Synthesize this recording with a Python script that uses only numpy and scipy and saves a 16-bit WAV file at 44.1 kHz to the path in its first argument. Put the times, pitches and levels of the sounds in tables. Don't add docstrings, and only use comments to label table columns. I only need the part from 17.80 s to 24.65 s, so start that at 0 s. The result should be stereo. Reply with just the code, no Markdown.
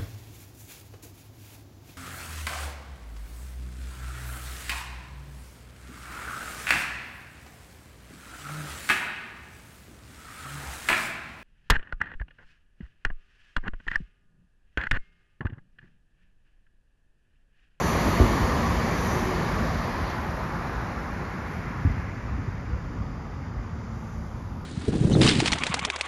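import sys
import numpy as np
from scipy import signal
from scipy.fft import rfft, irfft, next_fast_len
from scipy.io import wavfile
from scipy.ndimage import uniform_filter1d

SR = 44100
rng = np.random.default_rng(int(sys.argv[2]) if len(sys.argv) > 2 else 0)


def dump(signal):
    limited = np.clip(np.atleast_2d(signal).T, -1, 1)
    pcm = np.round(limited * 32767).astype(np.int16)
    wavfile.write(sys.argv[1], SR, pcm)


N = 302085
TIME = np.arange(N) / SR
FRAME, HOP = 1024, 256
FRAME_S = np.arange(N // HOP + 5) * HOP / SR
BIN_HZ = np.fft.rfftfreq(FRAME, 1 / SR)


def gain_of(db):
    return 10 ** (np.asarray(db) / 20)


def unit_rms(x):
    return x / np.sqrt(np.mean(x ** 2) + 1e-20)


def steady(x):
    return x / np.sqrt(uniform_filter1d(x.mean(0) ** 2, size=20000) + 1e-20)


def curve(rows, t=TIME):
    return np.interp(t, *np.transpose(rows))


def onset(s, takes_s):
    return .5 + .5 * np.tanh((TIME - s) / (2 * takes_s))


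def bell(centre, half_width, axis=TIME):
    return np.exp(-.5 * ((axis - centre) / half_width) ** 2)


def spectrum_db(rows, hz, column=1):
    rows = np.array(rows, float)
    return np.interp(np.log(hz + 1), np.log(rows[:, 0] + 1), rows[:, column])


def filtered(x, gain):
    size = next_fast_len(N + 4096)
    return irfft(rfft(x, size) * gain(np.fft.rfftfreq(size, 1 / SR)), size)[..., :N]


def highpass(hz, edge_hz, order=4):
    return np.sqrt(1 - 1 / (1 + (hz / edge_hz) ** (2 * order)))


def noise(spectrum):
    return unit_rms(filtered(rng.standard_normal(N), lambda hz: gain_of(spectrum_db(spectrum, hz))))


def wander(rate_hz):
    coarse = signal.lfilter(*signal.butter(2, rate_hz, fs=500), rng.standard_normal(4000))
    return unit_rms(np.interp(TIME * 500 + 400, np.arange(4000), coarse))


def add(mix, s, sound):
    part = mix[round(s * SR):][:len(sound)]
    part += sound[:len(part)]


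def mid_side(mid, side):
    return np.array([mid + side, mid - side])


# closest t/s, level/dB, time to travel their distance from the verge/s
CAR_PASSES = [(.3, -0.01, 0.7), (1.55, -6, 0.82)]

def traffic_db(bend_s=4.28, bend_loss_db=3):
    power = sum(gain_of(db) ** 2 / (1 + ((TIME - s) / travel_s) ** 2) for s, db, travel_s in CAR_PASSES)
    return 10 * np.log10(power) - bend_loss_db * onset(bend_s, 0.13)


# t/s, distance (0 near, 1 down the road, 2 beyond the bend)
TRAFFIC_DISTANCE = [(.8, 0.097), (2.0, 0.48), (2.7, 0.66), (3.2, 1.1), (4.4, 1.4), (5.15, 1.87),
                    (6.4, 1.73)]
# f/Hz, near level/dB, down the road level/dB, far level/dB
TREAD_SPECTRA = [(300, 1, -8, -11), (453, -1.7, -2.5, 0), (674, -1, -2, -6), (816, -0.5, 3.5, -1),
                 (950, 1, 0.6, -1.5), (1110, -0.6, -1, -3), (1170, -1, -1, 1), (1285, -3.5, -4.5, -3),
                 (1370, -7.5, -2.5, -3.5), (1500, -5.5, -4, -4.5), (1900, -9, -9, -11),
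                 (2225, -12, -13, -13.5), (2570, -15.5, -17, -19), (3260, -16.5, -21, -22.5),
                 (3770, -17, -21, -21), (4100, -18, -19.5, -24.5), (4740, -15.5, -23, -16.5),
                 (5350, -20.5, -21.5, -21.5), (6160, -27, -28, -36), (6950, -55, -32, -67),
                 (15400, -83, -88, -58)]
# t/s, half length/s, boost/dB, centre f/Hz, half width/octaves
TYRE_HORN_BEAMS = [(0.304, 0.2, 3, 3950, 0.22), (.75, 0.084, 3, 1140, .12), (1.355, 0.25, 2, 2090, 0.34),
                   (1.65, 0.26, 1, 1150, .15), (2.95, 0.26, 2, 1090, 0.29), (4.2, 0.45, 4.5, 2250, 0.32),
                   (4.3, .4, -1.5, 4050, 0.11), (6.8, 0.42, -3.5, 1860, 0.36)]
# f/Hz, likeness 0-1, left lead/rad, left over right/dB
STEREO_NEAR = [(300, 0.84, 0.4, -1), (450, 0.8, 0.7, 0), (600, 0.7, 1.0, 0), (850, 0.62, 2.1, 1),
               (950, 0.45, 1.8, 1), (1080, 0.52, 0.55, 0), (1200, .35, .6, -2), (1280, 0.4, 2.1, -2),
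               (1450, .52, 2.5, -4), (1620, 0.5, 3.7, -2), (1700, 0.85, 0.3, 1.5), (2200, 0.85, 0.4, 1.5),
               (2600, 0.62, 0.6, 3), (2950, 0.5, 1, 6), (3300, .45, .6, 3), (3700, 0.36, 0.6, 4),
               (4150, 0.5, 0.1, 3), (4800, 0.44, 0.5, 7), (5400, 0.4, -0.5, 2), (6200, 0.73, -0.7, 3),
               (7300, 0.58, -2.2, 2)]
STEREO_AWAY = [(300, 0.7, 0.4, 0), (450, 0.5, 1.6, 0), (600, 0.58, 1.7, 0), (800, 0.9, 2.3, -1),
               (950, 0.55, 2.6, -1), (1030, .1, 3.3, -2), (1120, 0.3, -2, -3), (1280, 0.45, -1.8, -4.5),
               (1600, 0.55, -0.8, -3), (1700, 0.8, 0, 2), (2200, 0.82, -0.3, 1.5), (2600, 0.6, 0.4, 1),
               (3200, 0.29, 2, 3), (3700, 0.32, 1.5, 4), (4150, 0.2, -.7, 3), (4800, 0.29, 0.2, 6),
               (5400, 0.39, -0.7, 5), (6200, 0.5, -0.7, 4), (7300, 0.6, -2.2, 1)]
STEREO_FAR = [(300, 0.74, 0.1, -1), (450, 0.14, 1.5, 1), (600, 0.14, 0.9, 0), (800, 0.53, 2.7, 0),
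              (950, 0.09, -3.0, 0), (1100, 0.2, -2.1, -1), (1280, 0.32, -2.1, -3), (1520, 0.51, -2.6, -3),
              (1850, 0.54, 1.3, 3), (2200, 0.29, -1.3, 2), (2600, 0.36, -1.0, 3), (3200, 0.21, 0.6, 5),
              (3700, 0.58, 1.5, 4), (4150, 0.48, 2.8, 2), (4800, 0.18, 1.2, 5), (5400, 0.27, -1.1, 2),
              (6200, 0.66, -1.2, 0), (7300, 0.77, -2.3, 0)]

def tread_noise(patchy_db=1.0):
    distance = curve(TRAFFIC_DISTANCE, FRAME_S)[:, None]
    level_db = sum(db * np.outer(bell(s, half_s, FRAME_S), bell(np.log2(hz), width, np.log2(BIN_HZ + 1)))
                   for s, half_s, db, hz, width in TYRE_HORN_BEAMS)
    coherence = balance_db = 0
    for k, table in enumerate((STEREO_NEAR, STEREO_AWAY, STEREO_FAR)):
        share = np.maximum(1 - abs(distance - k), 0)
        hz, likeness, lead, left_db = np.transpose(table)
        lag = np.exp(-1j * np.interp(BIN_HZ, hz, np.unwrap(lead)))
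        level_db += share * spectrum_db(TREAD_SPECTRA, BIN_HZ, column=k + 1)
        coherence += share * np.interp(BIN_HZ, hz, likeness) * lag
        balance_db += share * np.interp(BIN_HZ, hz, left_db)
    shape = level_db.shape
    left, unrelated = (rng.standard_normal(shape) + 1j * rng.standard_normal(shape) for _ in range(2))
    right = coherence * left + np.sqrt(np.maximum(1 - abs(coherence) ** 2, 0)) * unrelated
    asphalt = uniform_filter1d(rng.standard_normal(shape), size=12, axis=0)
    asphalt = unit_rms(uniform_filter1d(asphalt, size=3, axis=1))
    ports = np.array([left * gain_of(balance_db / 2), right * gain_of(-balance_db / 2)])
    ports *= gain_of(level_db + patchy_db * asphalt)
    return signal.istft(ports.swapaxes(1, 2), nperseg=FRAME, noverlap=FRAME - HOP)[1][:, :N]


def tyres(low_hz=350, spray_hz=2800, top_hz=7600, drier_s=2.35):
    tread = tread_noise()
    treble = filtered(tread, lambda hz: highpass(hz, spray_hz) ** 2)
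    spray = filtered(treble, lambda hz: 1 - highpass(hz, top_hz, order=6) ** 2)
    roar = filtered(tread - treble, lambda hz: highpass(hz, low_hz))
    passing_db = traffic_db() + 1.6 * bell(2.93, 0.097)
    roar_db = -27.5 + 0.92 * passing_db
    spray_db = -44 + 0.83 * passing_db - 4 * onset(drier_s, 0.047)
    return steady(roar) * gain_of(roar_db) + steady(spray) * gain_of(spray_db)


# f/Hz, level/dB
RUMBLE_SPECTRUM = [(15, -42), (25, -15), (38, -1.5), (60, 4), (128, -1.5), (173, 0.5), (205, -3), (231, -6),
                   (258, -5.5), (320, -9), (362, -10.5), (450, -17.5), (580, -31), (990, -120)]

def rumble(wide_hz=650):
    side = filtered(noise(RUMBLE_SPECTRUM), lambda hz: np.minimum(hz / wide_hz, 0.95))
    return mid_side(noise(RUMBLE_SPECTRUM), side) * gain_of(-26.5 + 0.76 * traffic_db())


def car_exhausts(receding_hz=51.4, doppler_hz=5.5, beat_hz=1, rough=0.86, fade_db_per_s=19):
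    firing_hz = receding_hz + doppler_hz * np.exp(-TIME ** 2)
    phase = 2 * np.pi * np.cumsum(firing_hz * (1 + 0.0171 * wander(11.3))) / SR
    boom = unit_rms(np.sin(phase) * (1 + rough * wander(14)))
    overtone = unit_rms(np.sin(7 * phase) * (1 + rough * wander(13)))
    beat = 1 + 0.41 * np.cos(2 * np.pi * beat_hz * (TIME - 1))
    boom_db = -42 - fade_db_per_s * np.maximum(TIME - 2.6, 0)
    oncoming = gain_of(-36) * bell(1.45, 0.07)
    return boom * beat * gain_of(boom_db) + overtone * (gain_of(-46.5 + traffic_db()) + oncoming)


# t/s, throttle 0-1
BUS_THROTTLE = [(1.2, 1), (1.85, 0.9), (2.3, 0.3), (5.7, 0.16), (6.35, 0.87), (6.85, 0.07)]

def bus_gain(full_db, ease_db, falloff, doubling_s=1.6):
    distance_db = 20 * np.log10(1 + TIME / doubling_s)
    return gain_of(full_db - ease_db * (1 - curve(BUS_THROTTLE)) - falloff * distance_db)


# multiple of the crankshaft rate, level/dB
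ENGINE_ORDERS = [(3, -8), (4, -1.5), (5, -4), (9, -1.5), (12, -0.5)]

def bus_engine(cruise_hz=19.22, sag_s=4.9, sag_hz_per_s=0.62, flutter=0.35):
    crank_hz = cruise_hz - sag_hz_per_s * np.maximum(TIME - sag_s, 0)
    turns = np.cumsum(crank_hz * (1 + 0.0019 * wander(3.93))) / SR
    drone = sum(gain_of(db) * (1 + flutter * wander(5)) * np.sin(2 * np.pi * (k * turns + rng.random()))
                for k, db in ENGINE_ORDERS)
    return unit_rms(drone) * bus_gain(full_db=-32, ease_db=10, falloff=0.38)


# starting f/Hz, starting level/dB, end t/s
TURBO_TONES = [(4378, -52, 1.15), (4520, -57, .55)]

def turbo_whistle(rise_hz_per_s=16, fade_db_per_s=7):
    whistle = 0
    for hz, db, until_s in TURBO_TONES:
        turns = np.cumsum((hz + rise_hz_per_s * TIME) * (1 + .0011 * wander(30))) / SR
        tone = unit_rms(np.sin(2 * np.pi * turns) * (1 + .25 * wander(7.8)))
        whistle += tone * gain_of(db - fade_db_per_s * TIME) * (1 - onset(until_s, .15))
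    return whistle * gain_of([[2], [-2]])


# f/Hz, likeness 0-1, left lead/rad, left over right/dB
STEREO_HISS = [(5600, .5, -.4, 2), (5900, .7, -.5, 3.5), (6400, .6, -1, 1.5), (6900, .7, -1.2, 2.5),
               (7350, .7, -2.3, 1), (7800, .999, -3.1, 0), (8900, .999, -3.2, 0), (9500, .7, -3.8, 0),
               (10200, .6, -5, 0), (11200, .98, -6.2, 0), (13000, .98, -6.3, 0), (13800, .55, -7.8, 0),
               (14700, .999, -9.4, 0)]

def roadside_hiss(spectrum):
    hz, likeness, lead, left_db = np.transpose(STEREO_HISS)
    left = noise(spectrum)
    shared = filtered(left, lambda f: np.interp(f, hz, likeness) * np.exp(-1j * np.interp(f, hz, lead)))
    unrelated = filtered(noise(spectrum), lambda f: np.sqrt(1 - np.interp(f, hz, likeness) ** 2))
    ports = np.array([left, shared + unrelated])
    return filtered(ports, lambda f: gain_of(np.outer([.5, -.5], np.interp(f, hz, left_db))))


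# f/Hz, level/dB
AIR_SPECTRUM = [(3000, -71), (5000, -27), (5600, 7), (5900, 10), (6350, 8), (6750, 8.5), (7300, 7.5),
                (8300, -17.5), (10000, -4.5), (14000, -28)]

def bus_air():
    return roadside_hiss(AIR_SPECTRUM) * bus_gain(full_db=-42, ease_db=8.5, falloff=1.33)


# t/s, half length/s, mist level/dB, swish level/dB
WET_STRETCHES = [(0.065, 0.06, -47, -43), (0.292, 0.23, -48.5, -57), (1.313, 0.13, -48.5, -46),
                 (3.75, 0.053, -63, -69)]
# f/Hz, level/dB
MIST_SPECTRUM = [(2000, -72), (6000, -18), (8000, 7), (9800, 7), (11500, 4), (13000, 1), (15500, -6.5),
                 (18000, -30)]
SWISH_SPECTRUM = [(3000, -30), (5300, -6), (5950, 11), (6800, 0), (7600, -9), (9000, -62)]

def mist_and_swish(spatter=0.1):
    mist_power = gain_of(-48 + 1.55 * traffic_db()) ** 2
    swish_power = 0
    for s, half_s, mist_db, swish_db in WET_STRETCHES:
        mist_power += (gain_of(mist_db) * bell(s, half_s)) ** 2
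        swish_power += (gain_of(swish_db) * bell(s, half_s)) ** 2
    mist = roadside_hiss(MIST_SPECTRUM) * (1 + spatter * wander(120))
    return mist * np.sqrt(mist_power) + roadside_hiss(SWISH_SPECTRUM) * np.sqrt(swish_power)


# t/s, level/dB
WHEEL_HITS = [(0.262, -25), (0.284, -24), (0.4004, -11), (0.4143, -10), (0.615, -21), (1.765, -32),
              (2.083, -33)]
# f/Hz, level/dB, time to fall 60 dB/s
WHEEL_MODES = [(53.5, -4, 0.25), (70, -1.5, 0.064), (98.3, 0, .2), (174, -17, .22), (253.5, -5.5, 0.2),
               (316.4, -8, .25), (364, -12.5, 0.23)]

def wheel_thumps(knock_db=-16, knock_hz=450, knock_s=0.0027, rise_s=.0003):
    t, out = TIME[:SR // 2], np.zeros(N)
    ring = sum(gain_of(db - 60 * t / t60) * np.sin(2 * np.pi * hz * t) for hz, db, t60 in WHEEL_MODES)
    knock = gain_of(knock_db) * np.exp(-t / knock_s) * np.sin(2 * np.pi * knock_hz * t)
    for s, db in WHEEL_HITS:
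        add(out, s, -gain_of(db) * (ring + knock) * (1 - np.exp(-t / rise_s)))
    return out


# t/s, half length/s, level/dB, centre f/Hz
ROUGH_STRETCHES = [(0.277, 0.029, -26.5, 223), (.52, .05, -32, 290), (1.81, 0.076, -33, 188),
                   (2.96, 0.15, -38, 100)]

def body_drumming(half_octaves=0.4):
    out = 0
    for s, half_s, db, hz in ROUGH_STRETCHES:
        body = filtered(rng.standard_normal(N), lambda f: bell(np.log2(hz), half_octaves, np.log2(f + 1)))
        out += unit_rms(body) * gain_of(db) * bell(s, half_s)
    return out


# t/s, level/dB, length/s
PUDDLES = [(2.275, -44, 0.063)]
# f/Hz, level/dB
SPLASH_SPECTRUM = [(800, -50), (2500, 3), (3500, -1), (5000, -1), (6500, -6), (8000, -40), (14000, -35)]

def puddle_splash(spatter=0.1):
    out = np.zeros((2, N))
    for port in out:
        drops = noise(SPLASH_SPECTRUM) * (1 + spatter * wander(200))
        for s, db, length_s in PUDDLES:
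            burst = drops[int(s * SR):][:int(length_s * SR)]
            add(port, s, gain_of(db) * burst * np.hanning(len(burst)))
    return out


# f/Hz, level/dB
WIND_SPECTRUM = [(20, -31), (45, 4.5), (70, 0.5), (115, 4), (170, -11), (270, -9.5), (400, -31), (800, -60),
                 (2500, -100)]
# t/s, level/dB, eddy f/Hz, length/s, strength of a smaller whirl 0-1
WIND_BUFFETS = [(4.046, -14, 90, 0.034, 0.44), (4.095, -20.5, 79, 0.03, 0.5), (4.176, -27, 66, 0.022, 0),
                (4.507, -24.5, 66, 0.06, 0.3), (4.576, -23, 90.5, 0.033, 0.6),
                (4.674, -25, 125, 0.022, 0.2), (4.916, -22.5, 65.6, 0.056, 0.1),
                (5.153, -23, 86.6, 0.017, 0.54), (5.198, -25.5, 69, 0.027, 1),
                (5.758, -27.5, 55.3, 0.04, 0.2), (5.858, -32, 104, 0.029, 0.3),
                (6.611, -31.5, 99.7, 0.062, 0.1), (6.701, -34, 86, 0.031, 0.1),
                (6.776, -29.5, 76.4, 0.033, 0)]

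def wind(start_s=3.82, fade_db_per_s=1.2, width=0.36, churn=0.17):
    breeze_gain = gain_of(-34.5 - fade_db_per_s * (TIME - start_s)) * onset(start_s, 0.08)
    wake_power = sum((gain_of(-34 + 0.27 * db) * bell(s, 0.11)) ** 2 for s, db, *_ in WIND_BUFFETS)
    breeze = mid_side(noise(WIND_SPECTRUM), width * noise(WIND_SPECTRUM))
    breeze *= np.sqrt(breeze_gain ** 2 + wake_power) * gain_of(0.5 * wander(8.3))
    turbulence, eddies = noise(WIND_SPECTRUM), np.zeros(N)
    for s, db, hz, length_s, whirl in WIND_BUFFETS:
        t = TIME[:int(length_s * SR)]
        swirl = np.sin(2 * np.pi * hz * t) + churn * turbulence[int(s * SR):][:len(t)]
        swirl += whirl * (1 - t / length_s) * np.sin(2 * np.pi * 3 * hz * t)
        add(eddies, s, gain_of(db) * swirl * signal.windows.tukey(len(t), .3))
    return breeze + eddies


def far_hiss(start_s=6.12, level_db=-70.5, spatter=0.1):
    fizz = roadside_hiss(MIST_SPECTRUM) * (1 + spatter * wander(120))
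    return fizz * gain_of(level_db) * onset(start_s, 0.027)


def scene():
    bass = rumble() + bus_engine() + car_exhausts() + wheel_thumps() + body_drumming() + wind()
    wet_road = tyres() + mist_and_swish() + puddle_splash()
    return wet_road + turbo_whistle() + bus_air() + far_hiss() + bass * gain_of([[-0.32], [0.32]])


def record(dry, low_cut_hz=36, top_hz=15700):
    cut = signal.sosfilt(signal.butter(6, low_cut_hz, "highpass", fs=SR, output="sos"), dry)
    band_limit = signal.firwin(511, top_hz, window=("kaiser", 9), fs=SR)
    return signal.oaconvolve(cut, band_limit[None], "same")


dry = scene()
out = record(dry)
dump(out)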